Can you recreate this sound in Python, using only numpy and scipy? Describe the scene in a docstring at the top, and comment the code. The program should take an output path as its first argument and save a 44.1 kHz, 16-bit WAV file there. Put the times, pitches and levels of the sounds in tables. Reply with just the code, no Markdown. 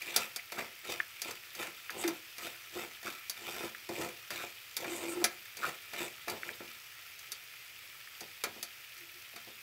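"""A steel spoon stirs boiling sugar in a frying pan on a kitchen stove, close up and alike in both channels.
Most strokes land with a clink, then drag and grate over the pan floor; later the spoon rests, shifting a few times.
Scraping, rasps and squeaks are shaped clicks and noise, judders a wavering hum; clinks ring the metal's modes.
Under it the foam sizzles, a wash of random clicks, and now and then a larger bubble pops with a ringing cavity.
Short kitchen reflections follow the spoon and the pops."""
import sys
import numpy as np
from scipy import signal
from scipy.fft import rfft, irfft, next_fast_len
from scipy.io import wavfile
from scipy.ndimage import uniform_filter1d

SR = 44100
rng = np.random.default_rng(int(sys.argv[2]) if len(sys.argv) > 2 else 0)


def put_to_file(sound):
    """Save the sound as 16-bit audio at rate SR, in the file named by the first command-line argument."""
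    columns = np.atleast_2d(sound).T  # one column per channel
    safe = np.clip(columns, -1, 1)
    whole_steps = np.round(safe * 32767)
    wavfile.write(sys.argv[1], SR, whole_steps.astype(np.int16))


N = 424241  # samples
T = np.arange(N) / SR  # s

# Tone of the low drag. Each row: frequency in Hz, relative level per Hz in dB.
DRAG_COLOUR = [(25, -30), (60, -18), (130, -9), (260, -9), (350, -0.5), (480, 0.5), (700, -7.5),
               (1000, -5.5), (1300, -23.5), (2200, -38.5)]
# Modes of the pan. Each row: frequency in Hz, peak over the plain contact in dB before any ring gain, t60 in s.
PAN_RESONANCES = [(223, 10.5, 0.56), (345.4, 6, 0.43), (700, 10.5, 0.13), (787, 2.5, 0.35),
                  (1330, 4, 0.028), (2387, 4.5, 0.017), (3595, 6.5, 0.017), (4700, 3.5, 0.04),
                  (5690, 2, 0.031), (9800, 0, .07), (10550, 13.5, 0.054), (13150, 12, 0.072)]


def amp(db):
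    """Decibels to gain."""
    return 10 ** (np.asarray(db) / 20)


def unit(x):
    """Scales to rms 1."""
    return x / np.sqrt(np.mean(x ** 2) + 1e-20)


def at_level(x, db, size=256):
    """Scales a blow so that its loudest few milliseconds have the given level."""
    loudest_power = uniform_filter1d(x ** 2, size).max()
    return x * amp(db) / np.sqrt(loudest_power)


def read(points, hz):
    """Reads a table on a log-frequency axis."""
    f, value = np.transpose(points)
    return np.interp(np.log(hz + 1), np.log(f), value)


def add(mix, s, sound):
    """Mixes a sound in at time s."""
    part = mix[max(round(s * SR), 0):][:len(sound)]
    part += sound[:len(part)]


def band(x, lo_hz, hi_hz, order=3):
    """Band-pass."""
    edges = [lo_hz, min(hi_hz, SR / 2 - 1)]
    return signal.sosfilt(signal.butter(order, edges, "band", fs=SR, output="sos"), x)


def colour(x, points, size=2048):
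    """Minimum-phase filter with the given spectrum, so that clicks keep their sharp fronts."""
    log_gain = np.log(amp(read(points, abs(np.fft.fftfreq(size, 1 / SR)))))
    spectrum = np.exp(np.conj(signal.hilbert(log_gain)))
    taps = np.fft.ifft(spectrum).real
    return signal.oaconvolve(x, taps[:size // 2])[:len(x)]


def wander(hz, size=next_fast_len(N)):
    """Slow chance of rms 1, with changes up to about the given rate."""
    spectrum = rfft(rng.standard_normal(size))
    lowpass = 1 / (1 + (np.fft.rfftfreq(size, 1 / SR) / hz) ** 4)
    return unit(irfft(spectrum * lowpass, size)[:N])


def swell(s, length):
    """A bell-shaped rise and fall around time s, 17 dB down at one length to either side."""
    return np.exp(-2 * np.minimum(((T - s) / length) ** 2, 20))


def grains(per_s, spread_db):
    """Random clicks of either sign, their sizes in dB scattered exponentially."""
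    sizes = amp(spread_db * np.minimum(rng.exponential(1, N), 5))
    signs = rng.choice([-1, 1], N)
    struck = rng.random(N) < per_s / SR
    return unit(sizes * signs * struck)


def ringing(modes):
    """The decaying tones that one blow leaves in a resonant body."""
    t = T[:SR // 4]
    hz, db, t60 = np.transpose(modes)[:, :, None]
    decay = np.log(1000) / t60
    peak = amp(db) * 2 * decay / SR  # slow decays start softer, so that dB is the resonance peak
    return (peak * np.exp(-decay * t) * np.cos(2 * np.pi * hz * t)).sum(0)


def blow(decay_s):
    """A contact of energy 1: a sharp front, then brief chatter."""
    t = T[:SR // 4]
    contact = rng.standard_normal(len(t)) * np.exp(-t / decay_s)
    return contact / np.linalg.norm(contact)


def pan(x, ring_db):
    """The plain contact plus the ringing of the pan."""
    return x + amp(ring_db) * signal.oaconvolve(x, ringing(PAN_RESONANCES))[:len(x)]


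def travel(x, depth_db, size=512):
    """As the point of contact moves, each part of the pan's spectrum swells and fades on its own."""
    z = signal.stft(x, nperseg=size)[2]
    patches = uniform_filter1d(rng.standard_normal(z.shape), 3, axis=0)  # across frequency
    patches = unit(uniform_filter1d(patches, 8, axis=1))  # across time
    return signal.istft(z * amp(depth_db * patches), nperseg=size)[1][:N]


def kitchen(x, wet_db, rise_s=0.003, size=256):
    """Adds the reflections of worktop and walls, each band dying at its own speed."""
    # Each row: frequency in Hz, t60 in s.
    room_decay = [(200, 0.34), (1500, 0.27), (12000, 0.1)]
    taps = rng.standard_normal(SR // 2) * (1 - np.exp(-T[:SR // 2] / rise_s))
    hz, t, z = signal.stft(taps, SR, nperseg=size)
    fade_db = -60 * t / read(room_decay, hz)[:, None]
    tail = signal.istft(z * amp(fade_db), SR, nperseg=size)[1]
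    return x + amp(wet_db) * signal.oaconvolve(x, tail / np.linalg.norm(tail))[:N]


def sizzle(level_db=-51.5, flicker_db=0.5, swell_db=-0.35, crackle_db=-7.5, hollow_db=-7):
    """Countless tiny bubbles burst in the foam; nearer ones crackle, each in its own register."""
    # Tone of the foam. Each row: frequency in Hz, relative level per Hz in dB.
    foam_colour = [(25, -23), (55, -16.5), (120, -5), (200, -25), (400, -15.5), (1000, -15), (1330, -9),
                   (1550, -10.5), (1750, -4.5), (2450, -2.5), (3300, -4.5), (3900, -9.5), (4800, -7),
                   (7500, -16), (10500, -15.5), (12500, -11), (16000, -10.5)]
    wash = grains(per_s=14000, spread_db=-0.5) * amp(flicker_db * wander(hz=44.7))
    crackle = 0
    edges = np.geomspace(1000, 16000, 7)  # six registers, Hz
    for lo, hi in zip(edges, edges[1:]):
        crackle = crackle + band(grains(per_s=300, spread_db=5.0), lo, hi, order=2)
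    bursts = wash + amp(crackle_db) * crackle
    hollow = ringing([(2470, hollow_db, 0.0074)])  # the hollow of the pan sings along
    bursts = bursts + signal.oaconvolve(bursts, hollow)[:N]
    return amp(level_db) * unit(colour(bursts, foam_colour) * amp(swell_db * wander(hz=12)))


def pops(echo=0.11, echo_s=0.0042, level_db=-5.0, cavity_hz=1750, cavity_db=-5, cavity_t60=0.015, small_db=-69):
    """A bubble snaps, its cavity rings for a moment, and the pan's walls throw the snap about."""
    # Large bubbles bursting. Each row: start in s, level in dB before the common trim level_db.
    large_bubbles = [(1.002, -19), (1.8955, -28.5), (3.7485, -34), (6.4328, -28), (6.491, -28.5),
                     (8.074, -41)]
    # Tone of a burst. Each row: frequency in Hz, relative level per Hz in dB.
    pop_colour = [(200, -51), (800, -25), (1250, -6.5), (1750, 3), (3100, -12), (4000, -34), (9000, -51)]
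    out, t = np.zeros(N), T[:SR // 4]
    snap = (t == 0) + ringing([(cavity_hz, cavity_db, cavity_t60)])
    for s, db in large_bubbles:
        scatter = echo * rng.standard_normal(len(t)) * np.exp(-t / echo_s)
        add(out, s, at_level(colour(snap + scatter, pop_colour), db + level_db))
    small = signal.oaconvolve(grains(per_s=44, spread_db=0.4), snap)[:N]  # middling bubbles burst at random
    return out + amp(small_db) * unit(colour(small, pop_colour))


def bumps(push_s=0.026, cushion_hz=650):
    """The spoon bumps softly through the syrup: cushioned pushes that stir mainly the pan's low modes."""
    # Each row: start in s, level in dB.
    soft_pushes = [(3.636, -41.5), (3.892, -38.5), (4.066, -49.5), (6.606, -43.5), (8.212, -49),
                   (8.467, -44), (8.561, -51), (9.336, -57), (9.471, -54.5)]
    out = np.zeros(N)
    for s, db in soft_pushes:
        push = band(blow(push_s), 60, cushion_hz, order=1)
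        add(out, s, at_level(colour(pan(push, ring_db=0), DRAG_COLOUR), db))
    return out


def judders(pan_hz=348, waver=0.0548, uneven_db=2.0, trim_db=-5):
    """The spoon's slipping locks unevenly on to a low mode of the pan floor, a wavering hum near 348 Hz."""
    # Each row: middle in s, level in dB before the trim, length of the swell in s.
    hums = [(2.053, -27.5, 0.012), (2.081, -30, 0.028), (2.772, -36.5, 0.019), (3.917, -38.5, 0.027),
            (4.006, -36.5, 0.029), (4.908, -40, 0.073), (5.076, -41.5, 0.12), (5.194, -33.5, 0.053),
            (6.019, -40, 0.043), (6.474, -51, .03), (9.031, -59.5, 0.057), (9.168, -59, 0.034)]
    wavering_hz = pan_hz * (1 + waver * wander(hz=70.5))
    hum = np.sin(2 * np.pi * np.cumsum(wavering_hz) / SR)
    hum = unit(hum * amp(uneven_db * wander(hz=70)))
    return hum * sum(amp(db + trim_db) * swell(s, length) for s, db, length in hums)


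def squeak(width=1.14, overtone=1.37, overtone_db=-7):
    """The edge bites dry metal: very fast stick and slip, caught in two resonances of the spoon's bowl."""
    # Each row: middle in s, level of the lower resonance in dB, its centre in Hz, length of the swell in s.
    bites = [(2.01, -43, 8100, 0.038), (4.022, -51, 7800, .05), (4.965, -48, 7700, 0.12),
             (5.112, -44, 8350, 0.039), (6.046, -56, 8000, 0.062)]
    slips = travel(rng.standard_normal(N), depth_db=4) * amp(2 * wander(hz=80))
    out = 0
    for s, db, hz, length in bites:
        low, high = (unit(band(slips, f / width, f * width, order=2)) for f in (hz, hz * overtone))
        out = out + amp(db) * swell(s, length) * (low + amp(overtone_db) * high)
    return out


def rasps(width=1.17):
    """The spoon's edge catches and rasps in short runs of fast stick and slip."""
    # Each row: middle in s, level in dB, centre in Hz, length of the swell in s.
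    catches = [(0.022, -38.5, 2350, .007), (0.082, -42, 2230, .01), (0.395, -42, 2210, 0.0095),
               (0.59, -41.5, 1330, 0.025), (3.075, -41, 1330, 0.022), (4.41, -44.5, 1410, 0.039),
               (5.643, -34, 1390, 0.021)]
    slips = pan(grains(per_s=1200, spread_db=2), ring_db=-8)
    out = 0
    for s, db, hz, length in catches:
        rasp = unit(band(slips, hz / width, hz * width, order=2))
        out = out + amp(db) * swell(s, length) * rasp
    return out


def clinks(chatter_s=0.0079, knock_s=0.015, ring_db=-1.0, knock_db=-2.0, sparkle_db=-3.5,
           spoon_db=-5.0, pan_db=1.0, hard_db=-26, detune=0.027):
    """Light touches ring mostly the spoon; hard blows cut through the syrup and ring the pan."""
    # The spoon meets the pan. Each row: start in s, bright ring in dB and dull knock in dB, both before trims.
    contacts = [(0.02, -43.5, -64), (0.162, -20.5, -30), (0.361, -33.5, -43), (0.52, -41.5, -39),
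                (0.587, -46, -34.5), (1.218, -32.5, -45), (1.309, -41, -44), (1.551, -43, -55),
                (1.904, -41.5, -41), (2.039, -42, -31.5), (2.078, -32, -37), (2.382, -42, -45),
                (3.03, -46.5, -45), (3.297, -30.5, -46), (3.89, -44, -42), (4.305, -38.5, -35),
                (4.767, -30, -40.5), (4.845, -52, -35), (5.242, -20.5, -27), (5.57, -42, -48.5),
                (5.934, -44, -40), (6.281, -40, -32.5), (6.298, -36, -57), (6.604, -61, -45),
                (7.191, -47, -64), (7.319, -34.5, -47.5), (8.207, -41, -49), (8.438, -30.5, -31),
                (8.628, -33, -45.5), (9.361, -47, -44)]
    # Tone of a contact. Each row: frequency in Hz, relative level per Hz in dB.
    clink_colour = [(40, -5), (150, -13.5), (400, 1), (700, 2.5), (1080, 0), (1500, 4), (2300, 6),
                    (2900, -2.5), (4800, 5.5), (7000, 1), (8500, -4.5), (11000, -5), (16000, -9.5)]
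    # Modes of the spoon. Each row: frequency in Hz before detuning, peak in dB before spoon_db, t60 in s.
    spoon_modes = np.array([(4614, 19.5, 0.072), (5670, 7, 0.043), (6275, 16, 0.037), (7250, -21, .03),
                            (10800, -15, 0.025), (11900, 15, 0.017)])
    out = np.zeros(N)
    for s, db, knock in contacts:
        hard = min(amp(db + ring_db - hard_db), 1)  # 1 from hard_db upwards
        load = 1 + detune * rng.uniform(-0.97, 1)  # clinging syrup shifts the spoon's modes
        spoon = ringing(spoon_modes * [load, 1, 1])
        metal = hard * amp(pan_db) * ringing(PAN_RESONANCES) + (1 - hard) * amp(spoon_db) * spoon
        bright = colour(blow(chatter_s) + metal, clink_colour)
        dull = colour(pan(blow(knock_s), ring_db=-9), clink_colour)
        add(out, s, at_level(band(dull, 70, 2700), knock + knock_db))
        add(out, s, at_level(band(bright, 2900, 9000), db + ring_db))
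        add(out, s, at_level(band(bright, 9000, 17500), db + sparkle_db))  # the top octave
    return out


def pressure(start, rise, hold, touch_db, ease_db_per_s, wake_db, wake_db_per_s):
    """Gain over one stroke: light touch-down, swell, hold and release, then the slow wake in the syrup."""
    t = T - start
    after = np.maximum(t - rise - hold, 0)
    pressing_db = -touch_db * np.clip(1 - t / rise, 0, 1) - ease_db_per_s * after
    wake_level_db = -wake_db - wake_db_per_s * after
    return (t >= 0) * amp(np.maximum(pressing_db, wake_level_db))


def stirring(rest_drag_db=-73.5, rest_grit_db=-63.5):
    """Gains of low drag and high grit, summed in power over all strokes and the faint undisturbed boil."""
    # Strokes over the pan floor. Each row: touch-down in s, rise in s, hold in s,
    # low drag in dB and high grit in dB, both before the trims of the scraping.
    strokes = [(0.007, 0.18, .025, -41, -42), (0.524, .07, 0.013, -41.5, -44.5),
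               (0.835, 0.067, 0.031, -39.5, -43.5), (1.212, 0.027, 0.063, -46, -48),
               (1.548, 0.066, 0.021, -40.5, -44), (1.905, 0.07, 0.13, -42.5, -49.5),
               (2.381, 0.059, 0.022, -46, -45), (2.704, 0.062, 0.048, -41.5, -47),
               (3.031, 0.031, 0.02, -45, -45.5), (3.354, .13, 0.17, -44, -46),
               (3.905, 0.095, 0.04, -39, -44), (4.294, 0.026, 0.12, -48, -48.5),
               (4.761, 0.053, 0.44, -42.5, -50.5), (5.567, 0.087, 0.015, -39, -43),
               (5.921, 0.082, 0.02, -39.5, -42), (6.274, 0.0055, 0.044, -36, -52),
               (6.408, 0.057, 0.018, -44.5, -51.5)]
    # The syrup flows back into the furrow: the wake churns in the drag and fizzes in the grit.
    drag_shape = dict(touch_db=18, ease_db_per_s=252, wake_db=29, wake_db_per_s=50)
    grit_shape = dict(touch_db=12, ease_db_per_s=193, wake_db=22.5, wake_db_per_s=2)
    drag_power, grit_power = amp(rest_drag_db) ** 2, amp(rest_grit_db) ** 2
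    for s, rise, hold, drag_db, grit_db in strokes:
        drag_power = drag_power + (amp(drag_db) * pressure(s, rise, hold, **drag_shape)) ** 2
        grit_power = grit_power + (amp(grit_db) * pressure(s, rise, hold, **grit_shape)) ** 2
    return np.sqrt(drag_power), np.sqrt(grit_power)


def scraping(drag_db=-4.5, grit_db=-1.5, lumps_db=3.5, chatter_db=2.5):
    """The spoon slips in small jerks that shake the pan, and grinds over sugar crystals."""
    # Tone of the high grit. Each row: frequency in Hz, relative level per Hz in dB.
    grit_colour = [(500, -18), (1080, -5), (1300, 6.5), (1560, 0), (2100, 7), (2500, 7), (3000, 3.5),
                   (4200, -1.5), (6800, -3.5), (7900, -1), (9700, -11.5), (11300, -6.5), (13000, -5.5),
                   (16000, -6.5)]
    drag, grit = stirring()
    slips = grains(per_s=700, spread_db=2.0) * amp(lumps_db * wander(hz=48))
    slips = unit(colour(pan(slips, ring_db=0.0), DRAG_COLOUR))
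    crystals = grains(per_s=2000, spread_db=2.5) * amp(chatter_db * wander(hz=128))
    crystals = colour(pan(travel(crystals, depth_db=3), ring_db=-4), grit_colour)
    crystals = crystals / np.std(band(crystals, 3000, 12000))  # rms 1 within this band
    return slips * drag * amp(drag_db) + crystals * grit * amp(grit_db)


def scene():
    """Spoon and foam in the kitchen, the same in both channels."""
    rubbing = kitchen(scraping() + rasps() + squeak() + judders() + bumps(), wet_db=-10.5)
    struck = kitchen(clinks(), wet_db=-11.5)
    bubbles = kitchen(pops(), wet_db=-19) + sizzle()
    mix = rubbing + struck + bubbles
    return np.array([mix, mix])


def record(dry, edge_hz=15750):
    """The recorder's band limit: a steep low-pass."""
    lowpass = signal.firwin(701, edge_hz, window=("kaiser", 8), fs=SR)
    return signal.oaconvolve(dry, lowpass[None], "same")


dry = scene()
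out = record(dry)
put_to_file(out)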